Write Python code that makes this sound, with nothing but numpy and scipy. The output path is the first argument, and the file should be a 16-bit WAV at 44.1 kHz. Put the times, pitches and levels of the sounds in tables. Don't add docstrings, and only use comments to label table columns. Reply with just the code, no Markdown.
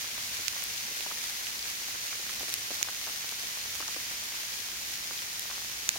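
import sys
import numpy as np
from scipy import signal
from scipy.fft import rfft, irfft
from scipy.io import wavfile
from scipy.ndimage import uniform_filter1d

SR = 44100
rng = np.random.default_rng(int(sys.argv[2]) if len(sys.argv) > 2 else 0)


def int16_out(signal):
    q = np.round(np.clip(np.atleast_2d(signal).T, -1, 1) * 32767)
    wavfile.write(sys.argv[1], SR, q.astype(np.int16))


N = 263718
T = np.arange(N) / SR
HIT_T = np.arange(4096) / SR


def undb(db):
    return 10 ** (np.asarray(db) / 20)


def level(x, db):
    return x * undb(db) / np.sqrt(np.mean(x ** 2))


def colour(x, points, size=8192):
    hz, db = np.transpose(points)
    gain_db = np.interp(np.log(np.fft.rfftfreq(size, 1 / SR) + 1), np.log(hz), db)
    cepstrum = irfft(np.log(undb(gain_db)))[:size // 2]
    cepstrum[1:] *= 2
    response = irfft(np.exp(rfft(cepstrum, size)))
    return signal.fftconvolve(np.atleast_2d(x), response[None], axes=1)[:, :x.shape[-1]]


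def low_pass(x, hz):
    return signal.sosfilt(signal.ellip(10, .2, 70, hz, fs=SR, output="sos"), x)


def wander(rate_hz):
    hold = int(SR / rate_hz)
    steps = np.repeat(rng.standard_normal(N // hold + 1), hold)
    return level(uniform_filter1d(uniform_filter1d(steps, hold), hold)[:N], 0)


def ring(push, hz, t60):
    pole = np.exp((2j * np.pi * hz - np.log(1000) / t60) / SR)
    return signal.lfilter([1], [1, -pole], push).real


def impact(crumble, t60):
    push = crumble * rng.standard_normal(len(HIT_T)) * np.exp(-np.log(1000) * HIT_T / t60)
    push[0] += 1
    return push


# (frequency [Hz], gain [dB])
LEFT_RESPONSE = [(100, 3), (700, 3), (1600, -0.5), (2600, -2.5), (4400, 2.5), (5400, 1), (6100, 2),
                 (6900, -5), (9500, -3.5), (11500, -6.5), (13200, -9), (15000, -7)]
RIGHT_RESPONSE = [(100, 1.5), (700, 0.5), (1600, 1), (2600, -3), (5000, 1.25), (6200, 4), (7000, 2),
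                  (7800, -8.5), (8700, -9.5), (10300, -6.5), (13000, -4.5), (15000, -5.5)]
def ports(pair):
    return np.vstack([colour(pair[0], LEFT_RESPONSE), colour(pair[1], RIGHT_RESPONSE)])


def panned(db, pan_db):
    return db + min(pan_db, 0), db - max(pan_db, 0)


def place(out, time, pair, dbs, lag_s, attack_samples):
    pair = ports(pair)
    for side in range(2):
        start = int((time + lag_s * (dbs[side] < max(dbs))) * SR)
        hit = pair[side] * undb(dbs[side]) / np.sqrt(np.mean(pair[side, :attack_samples] ** 2))
        out[side, start:start + len(hit)] += hit[:N - start]


def shower(count, spread_db, shadow_db, closest, port_lag_s=.00042):
    when, bearing, chance, sign = rng.random((count, 4)).T
    across = np.sin(2 * np.pi * bearing)
    nearness = np.minimum(-np.log(1 - chance), closest)
    amplitude = np.sign(sign - .5) * undb(spread_db * nearness)
    pair = []
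    for side in (-1, 1):
        arrival = np.round(when * N - side * across * port_lag_s * SR / 2).astype(int) % N
        pair.append(np.bincount(arrival, amplitude * undb(side * across * shadow_db), N))
    return level(np.array(pair), 0)


def strays(count, db, spread_db, pan_db, pan_spread_db, low_hz, high_hz):
    when, strength, bearing, pitch = rng.random((count, 4)).T
    times = (np.arange(count) + when) / count * (T[-1] - HIT_T[-1])
    levels = db - spread_db * (2 * strength - 1)
    pans = pan_db + pan_spread_db * (2 * bearing - 1)
    return list(zip(times, levels, pans, low_hz * (high_hz / low_hz) ** pitch))


# (frequency [Hz], relative spectral level [dB])
RUMBLE_SPECTRUM = [(15, -20), (42, -6), (57, 4), (74, -1), (88, -2), (101, 4), (115, -2), (140, -3.5),
                   (220, -2.5), (400, -10), (800, -18.5), (2000, -33)]
def rumble():
    mid, side = rng.standard_normal((2, N))
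    pair = mid + undb(-13) * side * np.array([[1], [-1]])
    return level(ports(colour(pair, RUMBLE_SPECTRUM)), -59.5) * undb(0.87 * wander(8.3))


def soft_patter():
    pats = shower(count=300, spread_db=8, shadow_db=2.5, closest=2.4)
    dull_pats = colour(pats, [(100, -11), (300, -3.5), (900, 6.5), (1600, 9), (4000, -35), (12000, -42)])
    return level(ports(dull_pats), -56.5)


# (frequency [Hz], relative spectral level [dB])
PELLET_SPECTRUM = [(120, -24), (300, -16), (550, -13.5), (900, -9.5), (1300, -6.5), (1900, 0.9),
                   (2400, 2.46), (3000, 1.2), (5000, -1), (16000, -0.5)]
def sleet(start_db=-34.5, easing_db_per_s=0.2072, flutter_db=0.21):
    far = shower(count=150000, spread_db=1.5, shadow_db=2, closest=3)
    near = shower(count=14000, spread_db=3, shadow_db=7, closest=6.5)
    flurries = undb(-6 + 2.2 * wander(22.12))
    fall_db = start_db - easing_db_per_s * T + flutter_db * wander(16)
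    return level(ports(colour(far + near * flurries, PELLET_SPECTRUM)), 0) * undb(fall_db)


# (time [s], level [dB], left minus right [dB], frequency [Hz])
HEAVY_DROPS = [(1.063, -34, 10, 800), (1.1134, -35.5, 2, 990), (2.1286, -39, 0, 1400),
               (2.2937, -38, -1, 1200), (2.4076, -39, -2, 740), (2.4312, -39, 2, 620),
               (2.4847, -41, 14, 584), (2.7064, -37.5, 0.5, 690), (2.8861, -34, 2, 1080),
               (3.078, -41, 1, 830), (3.8036, -36.5, 2, 900), (3.8258, -35, -2, 1330),
               (3.8829, -40, -1, 900), (3.9639, -37.5, -1, 603), (5.5127, -37, 8, 1110),
               (5.9598, -38, 1.5, 690)]
def drops(cycles=5.1, splash_s=.0075, splash_db=-8):
    out = np.zeros((2, N))
    spectrum = [(100, -17), (280, 6), (550, -0.5), (850, -3), (1600, 4.5), (3500, 8.5), (10000, -32)]
    faint = strays(count=12, db=-46.5, spread_db=1, pan_db=1, pan_spread_db=6.5, low_hz=480, high_hz=1040)
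    for time, db, pan_db, hz in HEAVY_DROPS + faint:
        push = impact(crumble=0.067, t60=0.037)
        splash = impact(crumble=0.083, t60=0.0073)
        splash = np.roll(splash, int(splash_s * SR * rng.uniform(0.716, 1.2)))
        tone = ring(push, hz, cycles / hz) + undb(splash_db) * ring(splash, 0.7 * hz, cycles / hz)
        slap = colour(tone, spectrum)[0]
        place(out, time, [slap, slap], panned(db, pan_db), lag_s=.0001, attack_samples=176)
    return out


# (time [s], level [dB], left minus right [dB], leaf frequency [Hz])
LEAF_HITS = [(0.1134, -30.5, 11, 4110), (0.7785, -28, 13, 6650), (1.007, -29, -8, 3000),
             (1.4683, -27, -13, 2970), (1.592, -30, 10, 4910), (3.8792, -30, 1, 6450),
             (5.1892, -32.5, 8, 3230)]
def leaf_ticks(cycles=6.9):
    out = np.zeros((2, N))
    faint = strays(count=10, db=-32, spread_db=1.5, pan_db=0, pan_spread_db=13, low_hz=2300, high_hz=7500)
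    for time, db, pan_db, hz in LEAF_HITS + faint:
        leaf = ring(impact(crumble=0.38, t60=0.015), hz, cycles / hz)
        tick = colour(leaf, [(400, -17), (2000, 13), (16000, -5)])[0]
        place(out, time, [tick, tick], panned(db, pan_db), lag_s=.0003, attack_samples=88)
    return out


# (frequency [Hz], 60 dB decay time [s], left gain [dB], right gain [dB])
CASE_MODES = [(2510, 0.004, -8, -11), (3620, 0.0013, -17, -11), (5570, 0.0013, -8, -7),
              (7370, 0.0027, -28, -4)]
# (time [s], left knock [dB], right knock [dB], left snap [dB], right snap [dB])
PHONE_HITS = [(0.482, -47.0, -15.5, -47.0, -28), (0.6399, -32, -42, -26, -39),
              (2.5403, -23, -24, -21.5, -42), (2.8288, -35, -13, -28, -24), (5.3952, -33, -31, -26, -42),
              (5.8911, -20, -9, -20.5, -31)]
def phone_strikes(crush_s=.00014, crumble=0.32):
    out = np.zeros((2, N))
    knock_spectrum = [(200, -15), (1000, -8), (2000, 4.5), (7200, 3.5), (9000, -19), (16000, -39)]
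    snap_spectrum = [(4000, -37), (8000, 5), (11000, 7), (13200, 9), (15500, 4), (17000, -6)]
    force = HIT_T / crush_s * np.exp(1 - HIT_T / crush_s)
    for time, *levels in PHONE_HITS:
        push = crumble * force * np.sign(rng.standard_normal(len(HIT_T)))
        push[np.argmax(force)] = 2
        modes = sum(undb(dbs)[:, None] * ring(push, hz, t60) for hz, t60, *dbs in CASE_MODES)
        knock = colour(undb(2) * push + modes, knock_spectrum)
        snap = colour(push, snap_spectrum)[0]
        place(out, time - .0002, knock, levels[:2], lag_s=.00025, attack_samples=88)
        place(out, time - .0003, [snap, snap], levels[2:], lag_s=.00019, attack_samples=88)
    return out


def scene():
    return low_pass(sleet() + leaf_ticks(), 15800) + soft_patter() + rumble() + drops() + phone_strikes()


def record(dry, threshold_db=-13, duck_db=1.5, release_s=0.019, ceiling_db=-2):
    excess = np.clip(np.abs(dry).max(axis=0) / undb(threshold_db) - 1, 0, 1)
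    held = np.exp(np.maximum.accumulate(np.log(excess + 1e-12) + T / release_s) - T / release_s)
    dip = signal.sosfilt(signal.butter(1, 80, fs=SR, output="sos"), held)
    rounded = undb(ceiling_db) * np.tanh(dry * undb(-duck_db * dip - ceiling_db))
    return low_pass(rounded, 16900)


dry = scene()
out = record(dry)
int16_out(out)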